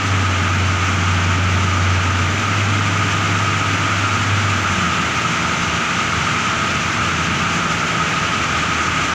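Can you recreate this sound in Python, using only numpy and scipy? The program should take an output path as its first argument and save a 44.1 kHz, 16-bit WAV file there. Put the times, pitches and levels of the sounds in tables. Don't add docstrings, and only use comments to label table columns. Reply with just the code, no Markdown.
import sys
import numpy as np
from scipy import signal
from scipy.fft import rfft, irfft, next_fast_len
from scipy.io import wavfile
from scipy.ndimage import uniform_filter1d

SR = 44100
rng = np.random.default_rng(int(sys.argv[2]) if len(sys.argv) > 2 else 0)


def convert_level_to_amplitude(level_db):
    exponent = np.asarray(level_db, float) / 20
    return 10 ** exponent


def generate_wav(signal):
    frames = np.transpose(np.atleast_2d(signal))
    scaled = np.clip(frames, -1, 1) * 32767
    pcm = np.round(scaled).astype(np.int16)
    wavfile.write(sys.argv[1], SR, pcm)


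N = 403074

# time_s, firing_hz, boom_db
FORKLIFT_EXHAUST = [(0.0, 98.6, -28), (0.15, 97, -17.5), (0.3, 92.6, -20.5), (1.5, 92.6, -17.5),
                    (2.26, 92, -19.5), (2.42, 100.6, -24.5), (2.52, 100.6, -19), (3.92, 100.5, -24.5),
                    (4.45, 100.1, -19.5), (4.97, 87.7, -31), (5.3, 80.1, -39), (6.1, 81.4, -33),
                    (6.45, 83, -38), (6.8, 85, -36), (7.3, 88, -33), (8.0, 82.4, -41), (8.3, 80, -34),
                    (9.14, 83, -35)]
# time_s, firing_order, level_db
THROTTLE_BARKS = [(4.85, 2, -28)]
# time_s, distance_m
FORKLIFT_DISTANCE = [(0, 28.6), (1.6, 32), (3.2, 24.5), (5, 21), (7.5, 22), (9.14, 20.7)]
# start_s, end_s, pitch_hz,
# level_db
SIDE_TONES = [(-.2, .3, 277, -33), (2.4, 3.2, 283, -37), (2.5, 3.5, 291, -40), (5.95, 9.14, 156, -38),
              (5.3, 8.9, 107, -40), (0, 9.14, 1626, -45), (0, 9.14, 1404, -44), (0, 9.14, 1256, -42),
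              (3.4, 4.4, 272, -40), (0, 5, 212, -41), (0, 9.14, 590, -48), (0, 9.14, 318, -45)]
# time_s, peak_db
CHAIN_TICKS = [(0.9509, -45), (3.0436, -42), (5.7405, -44), (6.854, -44), (8.7347, -44), (9.0315, -45)]
# cycle_multiple, level_db
PLANT_ORDERS = [(11, -41.7), (14, -42.4), (16, -34.4), (18, -43.5), (22, -37.0), (28, -44.7), (31, -52.3),
                (32, -42.7), (36, -45.0), (40, -49.4), (41, -49.7), (48, -51.2), (56, -53.0), (62, -43.1),
                (66, -47.3), (68, -57.0), (74, -52.8), (76, -54.4), (78, -45.6), (79, -52.1), (85, -44.9),
                (86, -44.1), (93, -56.7), (128, -45.6), (138, -46.3), (145, -42.6), (149, -48.4),
                (150, -49.2), (227, -52.6), (246, -52.5)]
# start_s, end_s, cycle_rate_loss_hz
GOVERNOR_DROOPS = [(2.4, 4.0, .007), (7.0, 9.14, .0095)]
# time_s, half_length_s, dip_db
YARD_SHADES = [(3.4, .5, -11), (8.601, 0.8, -9)]
# frequency_hz, density_db_per_hz
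RUMBLE_SPECTRUM = [(20, -36), (34, -36), (42, -12.5), (57, -24), (80, -2.5), (125, -3), (200, -2.5),
                   (230, -6), (250, -4), (320, -11), (355, -12), (520, -14.5), (1000, -18.5), (2200, -58)]
# frequency_hz, density_db_per_hz
BLAST_SPECTRUM = [(410, -20.5), (700, -15), (888, -9.5), (1010, -11), (1260, 0), (1830, -8.5), (2240, -6),
                  (2510, -6.5), (2950, -8.5), (3930, -17.5), (4800, -20), (6240, -22), (7250, -27.5),
                  (8970, -38.5), (13900, -53)]
# centre_hz, width_hz, gain_db
DUCT_RESONANCES = [(1220, 52, 4), (2140, 640, 1), (6130, 860, 5), (7200, 930, 8), (13700, 1400, -4)]
ROAR_CENTRES_HZ = [250, 1800, 5500, 12000]
NEAR_SHARES = [.05, .3, .5, .65]
# frequency_hz, density_db_per_hz
SHROUD_SPECTRUM = [(600, -120), (1100, -18), (1290, -3), (1370, 0.5), (1450, -6.5), (1560, -23),
                   (2000, -33), (4000, -120)]
# frequency_hz, density_db_per_hz
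PORT_SPECTRUM = [(12000, -40), (13900, -16), (14300, -6), (14900, 0), (15600, -1)]

TIME_S = np.arange(N) / SR
PLANT_CYCLE_HZ = 10.6342
FAN_NEAR_SHARE = 0.93


def in_time(rows):
    time_s, *columns = np.transpose(rows)
    return [np.interp(TIME_S, time_s, column) for column in columns]


def rms_one(x):
    return x / np.sqrt(np.mean(x ** 2) + 1e-20)


def drift(rate_hz):
    hop, settle = 40, 2000
    pole = np.exp(-2 * np.pi * hop * rate_hz / SR)
    noise = rng.standard_normal(N // hop + settle + 2)
    slow = signal.lfilter([1], [1, -2 * pole, pole * pole], noise)[settle:]
    return np.interp(np.arange(N) / hop, np.arange(len(slow)), rms_one(slow))


def colour(x, spectrum, peaks=()):
    hz = np.maximum(np.arange(N // 2 + 1) * SR / N, 1)
    points = np.array(spectrum)
    shape_db = np.interp(np.log(hz), np.log(points[:, 0]), points[:, 1])
    for centre_hz, width_hz, bump_db in peaks:
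        shape_db = shape_db + bump_db / (1 + (2 * (hz - centre_hz) / width_hz) ** 2)
    return rms_one(irfft(rfft(x) * convert_level_to_amplitude(shape_db), N))


def load(lag_s=0):
    lift_off_s, unload_s = 4.9, 0.36
    return np.clip((lift_off_s + lag_s - TIME_S) / unload_s + .5, 0, 1)


def near_db():
    metres, = in_time(FORKLIFT_DISTANCE)
    return 20 * np.log10(metres[0] / metres)


def forklift(uneven_db):
    coast_wander_hz, coast_uneven_db = 2.0, 2.0
    overtones_db, bark_s = [0, -26, -27], 0.19
    coasting = 1 - load()
    firing_hz, boom_db = in_time(FORKLIFT_EXHAUST)
    phase = 2 * np.pi * np.cumsum(firing_hz + coast_wander_hz * coasting * drift(8)) / SR
    spread_db = uneven_db + coast_uneven_db * coasting
    out = 0
    for k, order_db in enumerate(overtones_db):
        level_db = boom_db + order_db + spread_db * drift(6.2)
        out = out + convert_level_to_amplitude(level_db) * np.sin((k + 1) * phase + k)
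    for bark_at_s, order, bark_db in THROTTLE_BARKS:
        swell = np.exp(-((TIME_S - bark_at_s) / bark_s) ** 2)
        out = out + convert_level_to_amplitude(bark_db) * swell * np.sin(round(order) * phase)
    return np.sqrt(2) * out


def side_tones():
    swell_s, waver_hz, sway_db = 0.14, 2.2, 3
    out = 0
    for start_s, end_s, pitch_hz, level_db in SIDE_TONES:
        swell = np.clip(np.minimum(TIME_S - start_s, end_s - TIME_S) / swell_s, 0, 1)
        phase = 2 * np.pi * np.cumsum(pitch_hz + waver_hz * drift(4)) / SR
        out = out + np.sqrt(2) * convert_level_to_amplitude(level_db + sway_db * drift(3)) * swell * np.sin(phase)
    return out


def plant_turns():
    turns = PLANT_CYCLE_HZ * TIME_S
    for start_s, end_s, loss_hz in GOVERNOR_DROOPS:
        turns = turns - loss_hz * np.clip(TIME_S - start_s, 0, end_s - start_s)
    return turns


def hum_db():
    level_db, depth, period_s, first_peak_s = -34.5, .55, 2.115, 1.28
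    swing = np.cos(2 * np.pi * (TIME_S - first_peak_s) / period_s)
    return level_db + 20 * np.log10(1 + depth * swing)


def shade_db():
    return sum(dip_db * np.exp(-((TIME_S - s) / half_s) ** 2) for s, half_s, dip_db in YARD_SHADES)


def plant_drone(sway_db, trim_db):
    turns, out = plant_turns(), 0
    for order, level_db in PLANT_ORDERS:
        phase = 2 * np.pi * (order * turns + rng.random())
        if order == 16:
            level_db = hum_db()
        else:
            level_db = level_db + trim_db + sway_db * drift(.8)
        if order == 22:
            level_db = level_db + shade_db()
        out = out + np.sqrt(2) * convert_level_to_amplitude(level_db) * np.sin(phase)
    return out


def plant_excitation(repeat, chop):
    size = round(SR / PLANT_CYCLE_HZ)
    turns = plant_turns()
    clatter = rng.standard_normal(size)[np.round(turns * size).astype(int) % size]
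    blades = 1 + chop * (np.sin(11 * np.pi * turns) + np.sin(22 * np.pi * turns))
    return np.sqrt(repeat) * clatter + np.sqrt(1 - repeat) * blades * rng.standard_normal(N)


def through_air(x, gust_db, patch_db, flutter_db):
    near = near_db() - near_db().mean()
    size = next_fast_len(N, True)
    octave = np.log2(np.maximum(np.arange(size // 2 + 1) * SR / size, 1))
    spectrum, gust, out = rfft(x, size), drift(12.0), 0
    gust = rms_one(gust - uniform_filter1d(gust, SR // 4))
    for centre in np.arange(4, 14.6, .5):
        mask = np.clip(1 - 2 * np.abs(octave - centre), 0, 1)
        region = np.interp(centre, np.log2(ROAR_CENTRES_HZ), np.arange(4))
        slow_db = np.interp(region, np.arange(4), NEAR_SHARES) * near
        scatter = np.clip((centre - 9.8) / 3.15, 0, 1)
        wobble_db = scatter * (gust_db * gust + flutter_db * drift(30)) + patch_db * drift(2.0)
        out = out + convert_level_to_amplitude(slow_db + wobble_db) * irfft(spectrum * mask, size)[:N]
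    return out


def roar():
    rumble = convert_level_to_amplitude(-27) * colour(plant_excitation(repeat=.03, chop=0), RUMBLE_SPECTRUM)
    air = plant_excitation(repeat=0.11, chop=0.014)
    blast = convert_level_to_amplitude(-20.5) * colour(air, BLAST_SPECTRUM, DUCT_RESONANCES)
    return through_air(rumble + blast, gust_db=.65, patch_db=.3, flutter_db=.7)


def fan_whine():
    level_db = -33.5 + FAN_NEAR_SHARE * near_db() + 1.4 * drift(1.3)
    return convert_level_to_amplitude(level_db) * colour(rng.standard_normal(N), SHROUD_SPECTRUM)


def whistle():
    pitch_hz, width_hz = 1260.6, 35
    pole, x = np.exp(-np.pi * width_hz / SR), rng.standard_normal(N)
    resonance = [1, -2 * pole * np.cos(2 * np.pi * pitch_hz / SR), pole * pole]
    for _ in range(2):
        x = signal.lfilter([1, 0, -1], resonance, x)
    level_db = -33 + FAN_NEAR_SHARE * near_db() + 1.1 * drift(0.4)
    return convert_level_to_amplitude(level_db) * rms_one(x)


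def ticks():
    decay_s, trim_db, highpass_hz = .004, -4, 7500
    clicks = np.zeros(N) + 1e-18
    for tick_s, peak_db in CHAIN_TICKS:
        clicks[int(tick_s * SR)] = convert_level_to_amplitude(peak_db + trim_db)
    envelope = signal.lfilter([1], [1, -np.exp(-1 / (decay_s * SR))], clicks)
    burst = envelope * rng.standard_normal(N)
    return signal.sosfilt(signal.butter(2, highpass_hz, "high", fs=SR, output="sos"), burst)


def port_hiss(flicker_db):
    flicker = flicker_db * (drift(14) + .7 * drift(40))
    level_db = -57.5 + .3 * near_db() + 3 * load(lag_s=.5) + flicker
    return convert_level_to_amplitude(level_db) * colour(rng.standard_normal(N), PORT_SPECTRUM)


def scene():
    machine = forklift(uneven_db=.75) + side_tones() + fan_whine() + whistle() + ticks()
    drone = plant_drone(sway_db=.7, trim_db=1.6)
    return (machine + drone + roar() + port_hiss(flicker_db=1.5))[None]


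def band_limit(x):
    return signal.sosfilt(signal.butter(12, 16870, fs=SR, output="sos"), x)


def record(dry):
    rounded = 0.8 * np.tanh(dry / 0.78)
    steep = signal.ellip(14, .3, 70, 15430, fs=SR, output="sos")
    fade = np.clip(np.arange(N)[::-1] / 200, 0, 1)
    return band_limit(fade * signal.sosfilt(steep, rounded))


dry = scene()
out = record(dry)
generate_wav(out)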